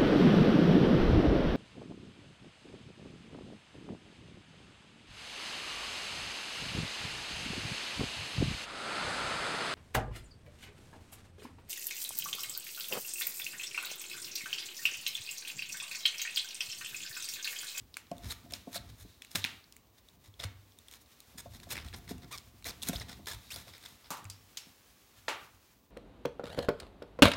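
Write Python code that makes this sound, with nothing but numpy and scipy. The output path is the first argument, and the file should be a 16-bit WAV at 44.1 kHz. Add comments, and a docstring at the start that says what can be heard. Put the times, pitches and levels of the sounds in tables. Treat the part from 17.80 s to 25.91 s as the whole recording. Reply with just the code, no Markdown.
"""On a wooden bench in a small workshop, a long snap-off knife saws through thick foam tape, close to a phone.
Each stroke is noisy grit, like tearing foam, that shakes the blade; squeaks are wavering tones with overtones.
Short taps ring the blade as clicks. Blows ring the bench top, rocking hums, and the hands feed a deep rumble.
Faint rustling, a few knocks further off, the room's echo and a steady hiss fill the background."""
import sys
import numpy as np
from scipy import signal
from scipy.fft import rfft, irfft
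from scipy.io import wavfile
from scipy.ndimage import uniform_filter1d

SR = 44100
rng = np.random.default_rng(int(sys.argv[2]) if len(sys.argv) > 2 else 0)


def inscribe(sig):
    """Save sig as 16-bit PCM at rate SR to the path in sys.argv[1].

    A 1-D sig is mono; a 2-D sig holds one channel per row.
    Samples are clipped to [-1, 1] before scaling.
    """
    pcm = np.round(np.clip(np.atleast_2d(sig).T, -1, 1) * 32767)
    wavfile.write(sys.argv[1], SR, pcm.astype(np.int16))


N = 357549  # length in samples

# Saw strokes: t/s at full bite, rise/s, hold/s, level/dB, treble share/dB
STROKES = [(0.445, .036, 0.023, -50, -6.5), (0.52, 0.054, 0.0029, -40, -1), (0.702, .005, 0.023, -55.5, -7),
           (0.735, .0014, 0.029, -49, -4), (0.954, 0.04, 0.015, -40.5, -1),
           (1.097, 0.031, 0.0064, -55.5, -7), (1.209, 0.056, 0.023, -58.5, 1),
           (1.508, .003, 0.048, -59, .5), (1.5542, 0.0035, 0.0045, -28.5, -4.5),
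           (1.564, .006, 0.036, -46, 1), (2.183, 0.02, .006, -61, -5), (2.443, 0.0074, 0.042, -60.5, -3.5),
           (2.595, 0.0048, 0.051, -46.5, -8.5), (2.636, 0.0054, 0.009, -40.5, -6),
           (3.127, 0.034, 0.043, -56.5, -2), (3.215, .012, 0.0092, -68.5, 6.5),
           (3.317, 0.011, 0.017, -65, -4), (3.581, 0.0014, 0.025, -50.5, 2),
           (3.743, 0.05, 0.027, -55.5, -2), (3.833, 0.0039, 0.0073, -52.5, -4),
           (3.916, 0.027, 0.017, -38.5, -0.5), (3.95, .008, 0.076, -46.5, -26),
           (4.048, .007, 0.032, -53, -7), (4.1386, 0.0054, 0.0078, -42, -11.5),
           (4.16, .01, 0.027, -59.5, 3.5), (4.296, .024, 0.023, -46, -4.5), (4.423, .01, 0.025, -56, -8.5),
           (4.516, 0.0085, 0.049, -46, -4.5), (4.8545, 0.0062, 0.051, -40, -2.5),
           (5.025, .005, 0.049, -51.5, 2), (5.084, 0.025, .012, -38.5, -0.5),
           (5.131, .006, 0.073, -45.5, -3), (5.211, 0.0064, 0.015, -44.5, -9),
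           (5.291, 0.019, 0.047, -47, -7), (5.471, 0.0037, 0.078, -40.5, -3.5),
           (5.713, .0063, 0.049, -48, -3), (5.762, .0045, .061, -51, -2), (5.877, .0096, 0.027, -54, -7),
           (5.936, .007, 0.036, -52.5, -13), (6.058, 0.081, 0.0083, -49, -6), (6.08, .005, 0.079, -59, -1),
           (6.245, .006, 0.034, -56.5, -32)]
SAG_DB_PER_S, LET_GO_S = 114, 0.013  # a held stroke loses bite, then lets go
LOW_SHARE_DB = -5
# Where the blade rings: f/Hz, width/Hz, level/dB
BLADE_MODES = [(1700, 200, -38), (2240, 940, 0.5), (2800, 450, -6), (3580, 456, 2), (4200, 350, -2.5),
               (5230, 720, -0.5)]
# Where the blade rings in the treble: f/Hz, width/Hz, level/dB
BLADE_TREBLE_MODES = [(6750, 790, 5.5), (8720, 1000, 7), (11920, 3300, 3.5), (15100, 4900, 0)]

# Squeaks, where the blade sticks and slips: t/s, length/s, first f/Hz, last f/Hz, level/dB, loss per overtone/dB
SQUEAKS = [(0.499, 0.021, 3880, 4200, -42, 11), (0.955, 0.026, 4120, 4170, -38.5, 11),
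           (3.575, 0.037, 1700, 1680, -60.5, -2), (4.133, 0.015, 1700, 1700, -50, 13),
           (4.509, 0.018, 928, 1204, -51.5, 6), (4.529, 0.028, 1242, 1120, -47, 2),
           (4.853, 0.016, 1914, 2390, -41, 21), (4.89, 0.021, 7000, 3760, -46, 19),
           (5.158, 0.0118, 3490, 5520, -39.5, 19), (5.198, 0.01, 5470, 3960, -44, 11),
           (5.212, 0.0098, 2440, 1700, -46, 5), (5.472, 0.02, 1700, 1790, -43.5, 8),
           (5.513, 0.013, 1700, 1700, -46, 2.5), (5.704, 0.047, 2284, 5400, -47, 3)]
# the higher a squeak, the more it wavers and breaks off
SQUEAK_ROUGH_HZ, PATCHY_DB, WAVER = 4000, 3, .45
TOP_HZ = 15900  # the phone passes nothing much above this

# Blade clicks: t/s, level/dB (peak before treble), strongest f/Hz, treble share/dB
CLICKS = [(.141, -33, 4170, -20), (.1688, -27.5, 2120, -1), (0.3147, -39, 1470, -24), (.367, -52, 3580, -6),
          (.381, -44, 3850, 2), (0.7087, -45, 3740, 0), (0.7223, -41, 8100, 6.5), (.736, -23.5, 4230, -6.5),
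          (0.9297, -36, 1500, -20), (0.937, -39, 4100, -24), (1.4202, -33, 3230, -7),
          (1.4474, -40.5, 2670, -1), (1.515, -41, 5940, 0), (1.5553, -17.5, 2800, -4.5),
          (1.6416, -15.5, 3300, -40), (1.648, -19.5, 2240, -35), (1.6596, -27.5, 2240, -30.5),
          (1.8407, -48.5, 4130, -20), (1.9235, -44.5, 5140, 2), (1.965, -47, 2240, 6),
          (2.2864, -46, 3680, -6), (2.6004, -28.5, 3440, -31), (2.6379, -27, 1810, -23),
          (2.9871, -47, 3260, 3.5), (3.0837, -41, 3500, -4), (3.1123, -43, 3600, 3), (3.126, -49, 3600, 3),
          (3.137, -42.5, 3600, 0), (3.26, -52, 4080, -21), (3.403, -44.5, 3820, 4),
          (3.582, -35.5, 6600, -12), (3.8, -43, 3530, -4), (3.9057, -34, 3370, 2), (3.913, -28, 2600, -31),
          (3.923, -34, 3610, -18), (3.955, -29, 2280, -22), (3.9682, -29, 2410, -8),
          (3.9778, -28.5, 2240, -18), (3.987, -32.5, 2360, -25), (4.0849, -38, 3250, -5),
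          (4.1287, -38.5, 2170, -13), (4.278, -40, 2060, -18), (4.3808, -50, 2030, 5),
          (4.526, -34.5, 2240, -0.5), (4.5767, -36.5, 5650, -3), (4.5816, -35, 5760, -1.5),
          (4.8246, -46.5, 1730, -6), (4.8436, -32.5, 3770, -3), (4.8576, -39, 2230, -30),
          (4.886, -32, 6660, -16), (5.0192, -33.5, 3460, -7), (5.0254, -30, 4000, -1),
          (5.0319, -26.5, 3730, -1.5), (5.087, -35, 5030, 16), (5.1317, -35, 2550, -11),
          (5.1422, -39, 3610, -21), (5.458, -40, 3690, -2), (5.47, -47, 1680, -24),
          (5.76, -33.5, 4700, -0.5), (5.98, -47, 1720, 3), (6.0596, -33.5, 3700, -21),
          (6.443, -49.5, 8000, 8), (6.4531, -39, 1560, -14)]
CLICK_ROOM_DB = -11.5
KNIFE_LIFTS_S = 6.2
# faint ticks at random moments while the knife is in the foam
TICK_DB, TICK_HZ, TICK_TREBLE_DB = -50, 3700, -10

# Blows on the bench: t/s, peak level/dB, extra for board modes above 400 Hz/dB
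THUDS = [(0.312, -27, 5), (.657, -50, 8), (.72, -41.5, 10), (.871, -32.5, -3.5), (.955, -36, 15),
         (1.247, -47, -17), (1.549, -35.5, -16), (1.641, -37.5, -17), (2.598, -46, 13), (2.638, -45, -2),
         (3.541, -52, 0), (3.656, -40, 13), (3.749, -53, -5), (3.866, -45, 11), (4.308, -30.5, -9),
         (4.86, -43, 2), (5.09, -25, -5), (5.13, -32.5, 7), (5.31, -49, -5), (5.39, -44, 0),
         (5.72, -54, -8), (5.759, -47, 12), (5.868, -49, 13), (6.306, -39.5, -9), (7.482, -44.5, 6),
         (6.865, -50, -2)]
# Where the bench top rings: f/Hz, time to fade by 60 dB/s, level/dB
BENCH_MODES = [(184, 0.047, 1.5), (269.2, 0.042, 2), (320.3, 0.058, -16.5), (400, 0.017, 6.5),
               (558, 0.025, 2), (696, 0.071, -6), (886, 0.037, -14.5), (1083, 0.05, -18)]
THUD_RISE_MS = 5.4
RATTLE_DB, RATTLE_T60_S = -26, 0.46  # the board rattles on after each blow
# The bench rocks on its legs and rings out: t/s, level/dB, f/Hz, time to fade by 60 dB/s
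ROCKS = [(0.451, -39.5, 102.3, 0.3), (1.03, -52, 96, 0.14), (1.565, -41.5, 98.8, 0.46),
         (2.476, -48, 99.6, 0.26), (2.645, -28.5, 97.9, 0.19), (2.731, -52.5, 98.8, 0.88),
         (6.448, -41.5, 98, .45)]
# Steady weight of the hands on the bench: t/s, rumble level/dB
PRESS = [(0, -65), (1.5, -69.5), (2.5, -69), (3.38, -71.5), (3.54, -61.5), (3.86, -54.5), (4.26, -54),
         (4.8, -60), (5.35, -51.5), (5.68, -63), (5.93, -61.5), (6.27, -71), (6.65, -71.5), (7.45, -69),
         (7.65, -67.5), (8.1, -73.5)]
BOARD_PRESS_DB = -6
# Shoves that drag the bench: t/s at strongest, rumble level/dB, share of the top board/dB
SHOVES = [(.01, -55.5, -6), (.36, -60, -9), (.47, -47.5, -2.5), (.72, -49, -6), (1.04, -44.5, -7),
          (1.26, -56, -19), (1.62, -55, -10), (2.66, -50, -15), (3.95, -52.5, -1.5), (4.06, -48.5, -6.5),
          (4.34, -49, -5), (4.9, -53.5, -5), (5.1, -48.5, -3.5), (5.19, -48, -24), (5.55, -53, -9),
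          (5.74, -56, -9), (5.88, -60, -8), (6.47, -56.5, 2.5)]
SHOVE_UP_DB_PER_S, SHOVE_DOWN_DB_PER_S = 201, 143

# Foam, paper and sleeves rustling: t/s, level/dB, share that rings the blade/dB
RUSTLE = [(0.0, -67, -15), (0.13, -70.5, -21), (0.36, -65, -20), (0.86, -64.5, -11), (1.46, -66.5, -10.5),
          (1.62, -60, 11), (1.98, -71.5, -24), (3.54, -65.5, -15), (3.99, -63.5, -21), (4.87, -67.5, -43),
          (5.05, -59.5, -5), (5.44, -65, -16), (5.71, -59.5, -2), (6.45, -67, -21), (6.56, -63.5, -4),
          (7.58, -63.5, 4), (7.96, -69.5, -0.5), (8.1, -75.5, -3)]

# Knocks further off: t/s, peak level/dB, lowest f/Hz, highest f/Hz, clatter length/ms,
# treble share/dB, room share/dB, ring level/dB, strongest ring f/Hz
KNOCKS = [(6.304, -28, 640, 1440, 3.2, -8.5, 2.5, -13.5, 1000),
          (6.371, -36, 400, 1650, 2.7, -5.5, 0, -19, 1000),
          (6.499, -30, 2800, 10800, 3.6, -16, -8, -18, 4700),
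          (6.771, -27, 2544, 7500, 5.6, -6, -6.5, -24.5, 5400),
          (7.481, -21.5, 413, 2560, 5, -42, -2.5, -20, 1000)]
# Wood (1000 Hz) and metal that ring after a knock: f/Hz, time to fade by 60 dB/s, level/dB
KNOCK_RINGS = [(1000, 0.24, -1), (3300, .15, 4), (4770, 0.18, -3), (5400, 0.49, -7)]

# How the room fades, band by band: f/Hz, time to fade by 60 dB/s, level/dB
ROOM = [(203, 0.11, -3.5), (519, 0.37, 3), (1346, 0.48, -1), (3210, 0.4, 0.5), (7000, 0.23, -1),
        (14100, 0.23, -5.5)]
# Tone colour of the steady background: f/Hz, relative level in each Hz/dB
AIR = [(15, -71), (25, -8), (59, -16), (223, 7), (503, 1), (887, -3), (1190, -1), (1330, -23), (3080, -29),
       (3520, -29), (7920, -70), (12900, -15), (16000, -4.5)]
AIR_DB = -67.5


def undb(db):
    """Turn decibels into a plain gain."""
    return 10 ** (np.asarray(db) / 20)


def unit(x):
    """Scale to an average strength (rms) of 1."""
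    return x / np.sqrt(np.mean(x ** 2))


def band(x, lo_hz, hi_hz, order=2):
    """Keep the sound between two frequencies."""
    edges = [lo_hz, min(hi_hz, SR / 2.1)]
    return signal.sosfilt(signal.butter(order, edges, "band", fs=SR, output="sos"), x)


def ring(x, modes):
    """Let x shake several resonances and add them up with alternate signs."""
    out = 0
    for k, (hz, width, db) in enumerate(modes):
        out = out + (-1) ** k * undb(db) * band(x, hz - width / 2, hz + width / 2, order=1)
    return out


def curve(rows, outside=None):
    """Join the rows of a table by straight lines: one value per sample for each column."""
    s, *columns = np.transpose(rows)
    return [np.interp(np.arange(N) / SR, s, c, outside, outside) for c in columns]


def add(out, s, x):
    """Mix x in at time s."""
    i = int(s * SR)
    out[i:i + len(x)] += x[:N - i]


def walk(rate):
    """Wander between random levels, rate of them each second, with rms 1."""
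    k = int(SR / rate)
    steps = np.repeat(rng.standard_normal(N // k + 1), k)
    return unit(uniform_filter1d(steps, k)[:N])


def fade_db(t, t60):
    """The dB lost after t seconds, for a sound that fades by 60 dB in t60 seconds."""
    return 60 * t / t60


def grit(per_s, spread_db, hiss):
    """Foam cells bursting: random impulses of uneven size over a hiss."""
    when = rng.random(N) < per_s / SR
    size = np.minimum(rng.exponential(size=N), 3)
    sign = np.sign(rng.standard_normal(N))
    bursts = unit(when * sign * undb(spread_db * size))
    return unit(bursts + hiss * rng.standard_normal(N))


def strokes():
    """Tearing cells shake the blade; the drag grips and lets go every few ms."""
    force = grit(per_s=4000, spread_db=4.5, hiss=1.0) * undb(3.05 * walk(250))
    force /= np.sqrt(uniform_filter1d(force ** 2, SR // 60))  # even out the push over about 17 ms
    body = unit(ring(force, BLADE_MODES) + .5 * band(force, 1300, 7880))
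    treble = unit(ring(force, BLADE_TREBLE_MODES) + 0.71 * band(force, 5700, 17600))
    low = unit(band(force, 360, 2280))
    gain, treble_gain = np.zeros(N), np.zeros(N)
    for s, rise, hold, db, treble_db in STROKES:
        corners = np.cumsum([s - rise, rise, hold, LET_GO_S])
        end_db = db - SAG_DB_PER_S * hold
        levels = [db - 22, db, end_db, end_db - 22]
        bite_db = curve(np.transpose([corners, levels]), -150)[0]  # near silence outside the stroke
        gain += undb(bite_db)
        treble_gain += undb(bite_db + treble_db)
    return gain * (undb(-2.0) * body + undb(LOW_SHARE_DB) * low) + treble_gain * treble


def squeaks():
    """Regular slips of the blade make a tone with overtones and a wavering pitch."""
    out = np.zeros(N)
    for s, length, first_hz, last_hz, db, loss_db in SQUEAKS:
        u = np.linspace(0, 1, int(length * SR))  # progress through the squeak
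        noise = rng.standard_normal((2, 4000))
        pitch_wobble, level_wobble = uniform_filter1d(noise, 40, axis=1)[:, :len(u)]
        rough = np.sqrt(first_hz * last_hz) / SQUEAK_ROUGH_HZ
        slow_wobble = unit(uniform_filter1d(rng.standard_normal(4000), 250))[:len(u)]
        patchy_db = PATCHY_DB * rough * slow_wobble
        hz = first_hz * (last_hz / first_hz) ** u
        phase = 2 * np.pi * np.cumsum(hz * (1 + WAVER * rough * pitch_wobble)) / SR
        tone = 0
        for k in range(5):
            audible = (k + 1) * hz < TOP_HZ
            tone = tone + undb(-loss_db * k) * np.sin((k + 1) * phase) * audible
        ends = np.sin(np.pi * u) ** 0.11  # soft start and stop
        add(out, s, undb(db) * tone * ends * undb(14.0 * level_wobble + patchy_db))
    return out


def clicks():
    """A sharp tap rings the blade modes nearest its pitch; returns direct sound and what the room gets."""
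    near, far, t = np.zeros(N), np.zeros(N), np.arange(600) / SR
    ticks = []
    for when, size in rng.random(size=(10, 2)):
        ticks.append((KNIFE_LIFTS_S * when, TICK_DB + 4 * (size - .5), TICK_HZ, TICK_TREBLE_DB))
    for s, db, hz, treble_db in CLICKS + ticks:
        tap = rng.standard_normal(len(t)) * np.exp(-t / 0.0014) * np.minimum(t / 0.00025, 1)
        # modes lose 14 dB for each octave away from the click's pitch
        modes = [(f, w, g - 14 * abs(np.log2(f / hz))) for f, w, g in BLADE_MODES]
        body = ring(tap, modes) + 0.21 * band(tap, 1330, 7800)
        treble = ring(tap, BLADE_TREBLE_MODES)
        x = undb(db) * (body / abs(body).max() + undb(treble_db) * treble / abs(treble).max())
        add(near, s, x)
        add(far, s, undb(CLICK_ROOM_DB) * blow(x, hz / 1.5, hz * 1.42, treble_db))
    return near, far


def bench():
    """The wood under the knife: blows, rocking and the rumble under the hands."""
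    return thuds() + rocks() + hands()


def thuds():
    """A blow sets the modes of the bench top ringing, each fading at its own pace."""
    out, t = np.zeros(N), np.arange(SR // 2) / SR
    for s, db, high_db in THUDS:
        x = np.zeros(len(t))
        for hz, t60, mode_db in BENCH_MODES:
            phase, luck = rng.standard_normal(2)
            level_db = mode_db + 2 * luck + high_db * (hz > 400)
            x += undb(level_db - fade_db(t, t60)) * np.sin(2 * np.pi * hz * t + phase)
        x *= 1 - np.exp(-(1000 * t / THUD_RISE_MS) ** 2)  # soft contact: the ring builds up
        add(out, s, undb(db) * x / abs(x).max())
    return out


def rocks():
    """The frame rocks on its legs: one low tone that builds quickly and rings out."""
    out, t = np.zeros(N), np.arange(SR // 2) / SR
    for s, db, hz, t60 in ROCKS:
        rise = np.minimum(t / 0.011, 1)
        add(out, s, undb(db - fade_db(t, t60)) * rise * np.sin(2 * np.pi * hz * t))
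    return out


def hands():
    """Weight and shoves feed a deep frame rumble and a higher board one, which also rattles after blows."""
    t = np.arange(N) / SR
    press = undb(curve(PRESS)[0])
    shoved, on_board, rattle = np.zeros(N), np.zeros(N), np.zeros(N)
    for s, db, board_db in SHOVES:
        drop_db = np.maximum(SHOVE_UP_DB_PER_S * (s - t), SHOVE_DOWN_DB_PER_S * (t - s))
        shove = undb(db - drop_db)
        shoved += shove
        on_board += undb(board_db) * shove
    for s, db, _ in THUDS:
        rattle += (t > s) * undb(db + RATTLE_DB - fade_db(abs(t - s), RATTLE_T60_S))
    deep_push = rng.standard_normal(N) * undb(3 * walk(25))
    board_push = rng.standard_normal(N) * undb(4 * walk(30))
    deep = unit(band(deep_push, 46.0, 116.7, order=3))
    board = band(board_push, 121, 289) + .5 * band(board_push, 690, 706, order=1)
    board = unit(board + 0.037 * band(board_push, 220, 1360))
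    board_gain = np.hypot(undb(BOARD_PRESS_DB) * press, on_board) + rattle
    return np.hypot(press, shoved) * deep + board_gain * board


def rustle():
    """Faint crackle; while the knife is in the foam, small slips come and go on the strongest blade mode."""
    force = grit(per_s=2500, spread_db=3, hiss=1.5)
    flicker, slips = undb(1.5 * walk(30)), undb(5 * walk(14))
    db, blade_db = curve(RUSTLE)
    in_foam = np.arange(N) / SR < KNIFE_LIFTS_S
    blade = in_foam * undb(blade_db) * unit(slips * band(force, 3530, 3970, order=1))
    crackle = band(force, 400, 7350, order=1) + 0.19 * band(force, 8840, 15500)
    return undb(db) * (blade + unit(flicker * crackle))


def knocks():
    """A short noise burst like many small impacts; wood or metal parts ring on. Returns direct and room sound."""
    near, far, t = np.zeros(N), np.zeros(N), np.arange(SR // 3) / SR
    for s, db, lo_hz, hi_hz, ms, treble_db, room_db, ring_db, ring_hz in KNOCKS:
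        rise = np.minimum(1000 * t / (ms / 3), 1)
        crack = rng.standard_normal(len(t)) * np.exp(-1000 * t / ms) * rise
        treble = band(crack, 1900, 9000, order=1) + 0.57 * band(crack, 10400, 14900)
        x = band(crack, lo_hz, hi_hz) + undb(treble_db) * treble
        x *= undb(db) / abs(x).max()
        ringing = np.zeros(len(t))
        for f, t60, mode_db in KNOCK_RINGS:
            tone = unit(band(rng.standard_normal(len(t)), f - 120, f + 120))
            off_pitch_db = 40 * abs(np.log2(f / ring_hz))  # 40 dB less per octave away
            ringing += undb(mode_db - off_pitch_db - fade_db(t, t60)) * tone
        add(near, s, x + undb(db + ring_db) * ringing)
        add(far, s, undb(room_db) * blow(x, lo_hz * 1.3, hi_hz, treble_db))
    return near, far


def blow(like, lo_hz, hi_hz, treble_db):
    """One smooth impulse with the energy of a hit: what the walls send back has lost the fine colour."""
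    pulse = 1. * (np.arange(len(like)) == 0)
    x = band(pulse, lo_hz, hi_hz, order=1) + undb(treble_db) * band(pulse, 2700, 14000, order=1)
    return x * np.sqrt(np.sum(like ** 2) / np.sum(x ** 2))


def room(x):
    """Blurred echo that builds over a few ms and fades band by band."""
    t = np.arange(int(SR / 2)) / SR
    tail = np.zeros(len(t))
    for hz, t60, db in ROOM:
        noise = band(rng.standard_normal(len(t)), hz / 1.86, hz * 1.16)
        tail += undb(db - fade_db(t, t60)) * noise
    tail *= np.minimum(t / 0.0078, 1)
    return signal.fftconvolve(x, tail / np.sqrt(np.sum(tail ** 2)))[:N]


def air():
    """Steady room tone and microphone hiss: random noise shaped by frequency."""
    hz, db = np.transpose(AIR)
    f = np.maximum(np.arange(N // 2 + 1) * SR / N, 1)
    colour = undb(np.interp(np.log(f), np.log(hz), db))
    return undb(AIR_DB) * unit(irfft(rfft(rng.standard_normal(N)) * colour, N))


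def scene():
    """Knife and bench close by, the room around them."""
    cut, squeak, wood = strokes(), squeaks(), bench()
    (click, click_far), (knock, knock_far) = clicks(), knocks()
    to_room = click_far + knock_far + undb(-21) * squeak + undb(-12.5) * cut + undb(-15.5) * wood
    close = cut + squeak + click + wood + rustle()
    return (close + knock + room(to_room) + air())[None]


def record(dry):
    """The phone cuts the top: a steep low-pass filter."""
    return signal.sosfilt(signal.ellip(10, .2, 80, TOP_HZ, fs=SR, output="sos"), dry)


dry = scene()
out = record(dry)
inscribe(out)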